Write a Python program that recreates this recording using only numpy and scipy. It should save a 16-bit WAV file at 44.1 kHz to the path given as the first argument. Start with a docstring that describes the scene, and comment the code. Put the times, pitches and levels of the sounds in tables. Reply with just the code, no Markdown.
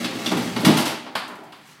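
"""Cabinet panel wrenched loose in a bare kitchen

The panel scrapes, a nail squeaks, wood cracks, then it crashes down with a carcass boom and splinters.
A hard knock on the countertop, dull rubs, a light tap, a sleeve rustle as the hammer is raised, and grit.
Breaks, drag and nail are random clicks, filtered; carcass and countertop are decaying modes; rubs and air
are coloured noise. Bare walls ring after all but the two sets of modes and the air."""
import sys
import numpy as np
from scipy import signal
from scipy.fft import rfft, irfft, next_fast_len
from scipy.io import wavfile

SR = 44100
rng = np.random.default_rng(int(sys.argv[2]) if len(sys.argv) > 2 else 0)


def digitize_waveform(pressure):
    """Quantize a signal to 16-bit integers and store it at the path in sys.argv[1].

    Rows of a 2-D input are taken as channels; values are limited to [-1, 1].
    """
    field = np.atleast_2d(pressure).T
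    bounded = np.clip(field, -1, 1)
    quanta = np.round(bounded * 32767).astype(np.int16)
    wavfile.write(sys.argv[1], SR, quanta)


N = 79380
T = np.arange(N) / SR
HZ = np.maximum(np.fft.rfftfreq(2 * N, 1 / SR), 1)

# cracks and crashes: (start [s], splintering decay [s], thud [dB], wood [dB], crack [dB], splinter [dB])
BREAKS = [(0.028, 0.0069, -76, -70, -52.5, -66), (0.0435, 0.0071, -42.5, -54.5, -42, -56.5),
          (0.122, 0.0031, -49, -54, -59, -70), (0.152, 0.0018, -45.5, -56, -57, -64.5),
          (0.259, 0.007, -44, -55, -43, -52), (0.313, 0.0099, -34.5, -40, -46, -55.5),
          (0.368, 0.033, -39.5, -49.5, -47.5, -54.5), (0.561, 0.0073, -37.5, -45, -44, -59),
          (0.594, 0.039, -49, -49, -63, -56), (0.632, .010, -34.5, -57, -53, -68),
          (0.648, 0.014, -33, -36.5, -32.5, -40), (0.672, 0.024, -28, -38.5, -43, -66),
          (0.769, 0.021, -57, -40, -38, -43), (0.797, 0.0066, -70, -42, -54, -52),
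          (0.853, 0.031, -53, -45, -40.5, -46.5), (0.915, 0.023, -52, -49, -61, -68),
          (1.064, .016, -56.5, -52.5, -59, -83)]
# lower edges of thud, wood, crack and splinter: [Hz]
BAND_EDGES_HZ = [95, 430, 1500, 5300]
# colour of breaking wood: (frequency [Hz], gain [dB])
WOOD_COLOUR = [(60, -19.5), (130, -3), (300, 6.5), (480, -3.5), (900, 2), (1500, -7.5), (3500, -6.5),
               (4800, -9.5), (6500, -15), (10500, -11.5), (13000, -16), (16000, -27.5)]
SNAPS_PER_S, SNAP_SPREAD = 1800, 0.9  # spread: log-size deviation

# carcass modes: (frequency [Hz], level [dB], T60 [s])
CARCASS_MODES = [(115.4, -16, 0.36), (153.5, 2.5, 0.39), (204.9, 4.5, 0.32), (242.8, -7, 0.91),
                 (264, -13.5, .6), (306.7, -7, 0.83), (373, -24, 0.25), (427.5, -10.5, 0.39),
                 (612.5, -13.5, 1), (693, -14.5, 0.84), (874, -16.5, 1), (898, -29, 0.52)]
# heavy blows on the carcass: (time [s], level [dB])
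BOOMS = [(0.316, -30.5), (0.660, -12.5)]
BOOM_RISE_S = 0.0091

# panel drag and sliding debris: (time [s], level [dB])
DRAG_LEVEL = [(0, -24.5), (.1, -35), (.21, -26.5), (.27, -25.5), (.34, -30.5), (.44, -27), (.53, -31.5),
              (.63, -31.5), (.72, -23), (.82, -27), (.9, -59), (.97, -65), (1.1, -76), (1.8, -71)]
# colour of wood dragged on wood: (frequency [Hz], gain [dB])
DRAG_COLOUR = [(30, -37.5), (70, -15.5), (150, 1.5), (260, 4), (400, -1.5), (520, -4), (900, -7.5),
               (1800, -12), (3800, -13), (6500, -18), (10500, -24.5), (16000, -32)]
SLIPS_PER_S, SLIP_SPREAD = 1400, 0.51

# resonances of a nail pulling out: (frequency [Hz], width [Hz], gain [dB])
NAIL_RESONANCES = [(2690, 420, -1.5), (3560, 300, 3.5), (5630, 180, -4)]
NAIL_START_S, NAIL_DECAY_S, NAIL_DB = 0.259, 0.012, -42

# knocks on the countertop: (time [s], level [dB], treble tilt [dB/octave])
KNOCKS = [(1.1523, -37, 0.5), (1.522, -57, 1)]
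# colour of the contact before tilt: (frequency [Hz], gain [dB])
KNOCK_COLOUR = [(60, -22), (150, -8), (280, 2), (420, -6.5), (700, -1.5), (1150, 3), (1600, -3),
                (2300, -5.5), (4700, -8), (6000, -23), (11000, -22), (16000, -36)]
# countertop modes: (frequency [Hz], level [dB], T60 [s])
COUNTER_MODES = [(1012, -3, .5), (1081, 0, .42), (1171, -9, .38), (1245, -6, .38), (2051, -10, .28),
                 (2126, -9, .35), (2607, -8, .2), (4620, -16, .42), (4790, -16, .42)]
CONTACT_RISE_S = 0.0009  # the contact softens in: time constant of its onset [s]
CHATTER_DECAY_S = 0.0093
CHATTER_DB, COUNTER_RING_DB = -2, 6  # re first contact, re clack

# soft rubs: (peak time [s], Gaussian half length [s], level [dB], centre [Hz], Gaussian width [octaves])
RUBS = [(1.313, 0.028, -37, 1010, 0.55), (1.324, 0.08, -40.5, 296, 0.41), (1.414, 0.066, -42.5, 754, 0.29),
        (1.689, 0.041, -48, 3140, 1.2)]

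# landing crumbs of grit: (time [s], level [dB])
GRIT = [(1.28, -65.5), (1.355, -73), (1.438, -76.5), (1.564, -80), (1.614, -80)]
GRIT_LO_HZ, GRIT_HI_HZ = 4500, 12000

# colour of the quiet air: (frequency [Hz], gain [dB])
AIR_COLOUR = [(30, -28), (80, -4), (150, 14), (300, 7.5), (500, 0), (1000, 4.5), (2000, 4), (4500, -6.5),
              (7000, -16.5), (16000, -19)]
AIR_DB = -48.5

# room reverberation: (frequency [Hz], T60 [s])
ROOM_T60 = [(100, 0.62), (300, 0.55), (1000, 0.58), (2500, 0.66), (5000, 0.5), (10000, 0.43), (16000, 0.22)]
DIRECT_DB, EARLY_DB = -5.5, -1.5  # re tail, before the whole response is normalised
EARLY_DECAY_S, ROOM_GAP_S = 0.012, 0.001

TOP_HZ = 15850


def amp(db):
    """Decibels to gain."""
    return 10 ** (np.asarray(db) / 20)


def unit(x):
    """Scale to the energy of one second at full level."""
    return x / np.sqrt(np.sum(x ** 2) / SR + 1e-20)


def contour(points):
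    """Join (frequency [Hz], value) points on a log-frequency axis."""
    hz, value = np.array(points, float).T
    return np.interp(np.log(HZ), np.log(hz), value)


def colour(x, gain):
    """Causal minimum-phase filter, built by folding the cepstrum of the gain."""
    cepstrum = irfft(np.log(gain + 1e-7))
    cepstrum[1:N] *= 2
    cepstrum[N + 1:] = 0
    response = np.exp(rfft(cepstrum))
    return irfft(rfft(x, 2 * N) * response)[:N]


def band(lo_hz, hi_hz):
    """Gain of a steep band-pass."""
    return ((1 + (lo_hz / HZ) ** 10) * (1 + (HZ / hi_hz) ** 10)) ** -0.5


def at(x, start_s):
    """Delay a sound to its start time."""
    delay = int(np.clip(start_s, 0, T[-1]) * SR)
    return np.concatenate([np.zeros(delay), x])[:N]


def clicks(rate_per_s, spread):
    """Random clicks of either sign and log-normal size, clipped at two deviations."""
    hits = rng.random(N) < rate_per_s / SR
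    signs = rng.choice([-1, 1], N)
    sizes = np.exp(spread * np.clip(rng.standard_normal(N), -2, 2))
    return hits * signs * sizes


def ring(modes):
    """Sum of exponentially decaying modes, each at a random phase."""
    out = 0
    for hz, db, t60_s in modes:
        out = out + amp(db - 60 * T / t60_s) * np.sin(2 * np.pi * (hz * T + rng.random()))
    return out


def heard(x, room):
    """A sound convolved with a room response."""
    return signal.fftconvolve(x, room)[:N]


def breaking(rooms):
    """Dying bursts of fibre snaps spread along the panel, from low thud to finest splinters."""
    size = next_fast_len(N + N // 4)
    edges_hz = BAND_EDGES_HZ + [SR]
    impulse = 1.0 * (T == 0)
    wood = amp(contour(WOOD_COLOUR))
    voices = [rfft(colour(impulse, wood * band(lo, hi)), size) for lo, hi in zip(edges_hz, edges_hz[1:])]
    paths = [rfft(room, size) for room in rooms]
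    out = 0
    for start_s, decay_s, *levels_db in BREAKS:
        snaps = 0
        for path in paths:
            burst = clicks(SNAPS_PER_S / len(paths), SNAP_SPREAD) * np.exp(-T / decay_s)
            snaps = snaps + rfft(burst, size) * path
        for db, voice in zip(levels_db, voices):
            out = out + at(amp(db) * unit(irfft(snaps * voice, size)[:N]), start_s)
    return out


def carcass():
    """The hollow cabinet swells into its low modes under heavy blows."""
    swell = 1 - np.exp(-T / BOOM_RISE_S)
    return sum(at(amp(db) * ring(CARCASS_MODES) * swell, start_s) for start_s, db in BOOMS)


def dragging(room):
    """Wood sticks and slips on wood: dense coloured clicks under a level curve."""
    slips = unit(colour(clicks(SLIPS_PER_S, SLIP_SPREAD), amp(contour(DRAG_COLOUR))))
    time_s, level_db = np.array(DRAG_LEVEL).T
    return heard(slips * amp(np.interp(T, time_s, level_db)), room)


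def squeak(room):
    """Quick slips of a nail in its hole ring a few narrow resonances."""
    gain = sum(amp(db) / (1 + (2 * (HZ - hz) / width_hz) ** 2) for hz, width_hz, db in NAIL_RESONANCES)
    slips = clicks(SNAPS_PER_S, SLIP_SPREAD) * np.exp(-T / NAIL_DECAY_S)
    return at(amp(NAIL_DB) * unit(heard(colour(slips, gain), room)), NAIL_START_S)


def knocking(rooms):
    """One hard contact and a brief chatter, with the countertop modes ringing."""
    out = 0
    for (start_s, db, tilt_db), room in zip(KNOCKS, rooms):
        chatter = heard(clicks(SNAPS_PER_S, SNAP_SPREAD) * np.exp(-T / CHATTER_DECAY_S), rooms[-1])
        contact = unit(room) + amp(CHATTER_DB) * unit(chatter)
        contact = contact * (1 - np.exp(-T / CONTACT_RISE_S))
        gain_db = contour(KNOCK_COLOUR) + tilt_db * np.log2(HZ / 1000)
        clack = unit(colour(contact, amp(gain_db)))
        out = out + at(amp(db) * (clack + amp(COUNTER_RING_DB) * ring(COUNTER_MODES)), start_s)
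    return out


def rubbing(room):
    """Swells of band-limited noise: a dull slide over the countertop, then the rustle of a sleeve."""
    out = 0
    for peak_s, half_s, db, hz, octaves in RUBS:
        gain = np.exp(-0.5 * (np.log2(HZ / hz) / octaves) ** 2)
        grain = unit(colour(rng.standard_normal(N), gain))
        out = out + amp(db) * grain * np.exp(-0.5 * ((T - peak_s) / half_s) ** 2)
    return heard(out, room)


def grit(room):
    """Falling crumbs tick: band-passed room responses."""
    tick = unit(colour(room, band(GRIT_LO_HZ, GRIT_HI_HZ)))
    return sum(at(amp(db) * tick, start_s) for start_s, db in GRIT)


def quiet_air():
    """Steady coloured noise."""
    return amp(AIR_DB) * unit(colour(rng.standard_normal(N), amp(contour(AIR_COLOUR))))


def room_response():
    """Direct sound, quick reflections from the corner, and a tail that dulls as it fades."""
    noise = rfft(rng.standard_normal(N), 2 * N)
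    t60_s = contour(ROOM_T60)
    half_octave = np.round(2 * np.log2(np.maximum(HZ, 128)))
    tail = 0
    for k in np.unique(half_octave):
        inside = half_octave == k
        fade = np.exp(-np.log(1000) * T / t60_s[inside].mean())
        tail = tail + irfft(noise * inside)[:N] * fade
    early = rng.standard_normal(N) * np.exp(-T / EARLY_DECAY_S)
    out = at(unit(tail) + amp(EARLY_DB) * unit(early), ROOM_GAP_S) / np.sqrt(SR)
    out[0] += amp(DIRECT_DB)
    return out / np.sqrt(np.sum(out ** 2))


def scene():
    """All sounds, from three places along the cabinet, over the quiet air."""
    rooms = [room_response() for _ in range(3)]
    panel = breaking(rooms) + carcass() + dragging(rooms[1]) + squeak(rooms[2])
    aftermath = knocking(rooms) + rubbing(rooms[0]) + grit(rooms[1])
    return (panel + aftermath + quiet_air())[None]


def record(dry):
    """The recorder rounds the highest peaks and cuts the top."""
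    low_pass = signal.ellip(10, 0.2, 80, TOP_HZ, fs=SR, output="sos")
    return signal.sosfilt(low_pass, np.tanh(dry))


dry = scene()
out = record(dry)
digitize_waveform(out)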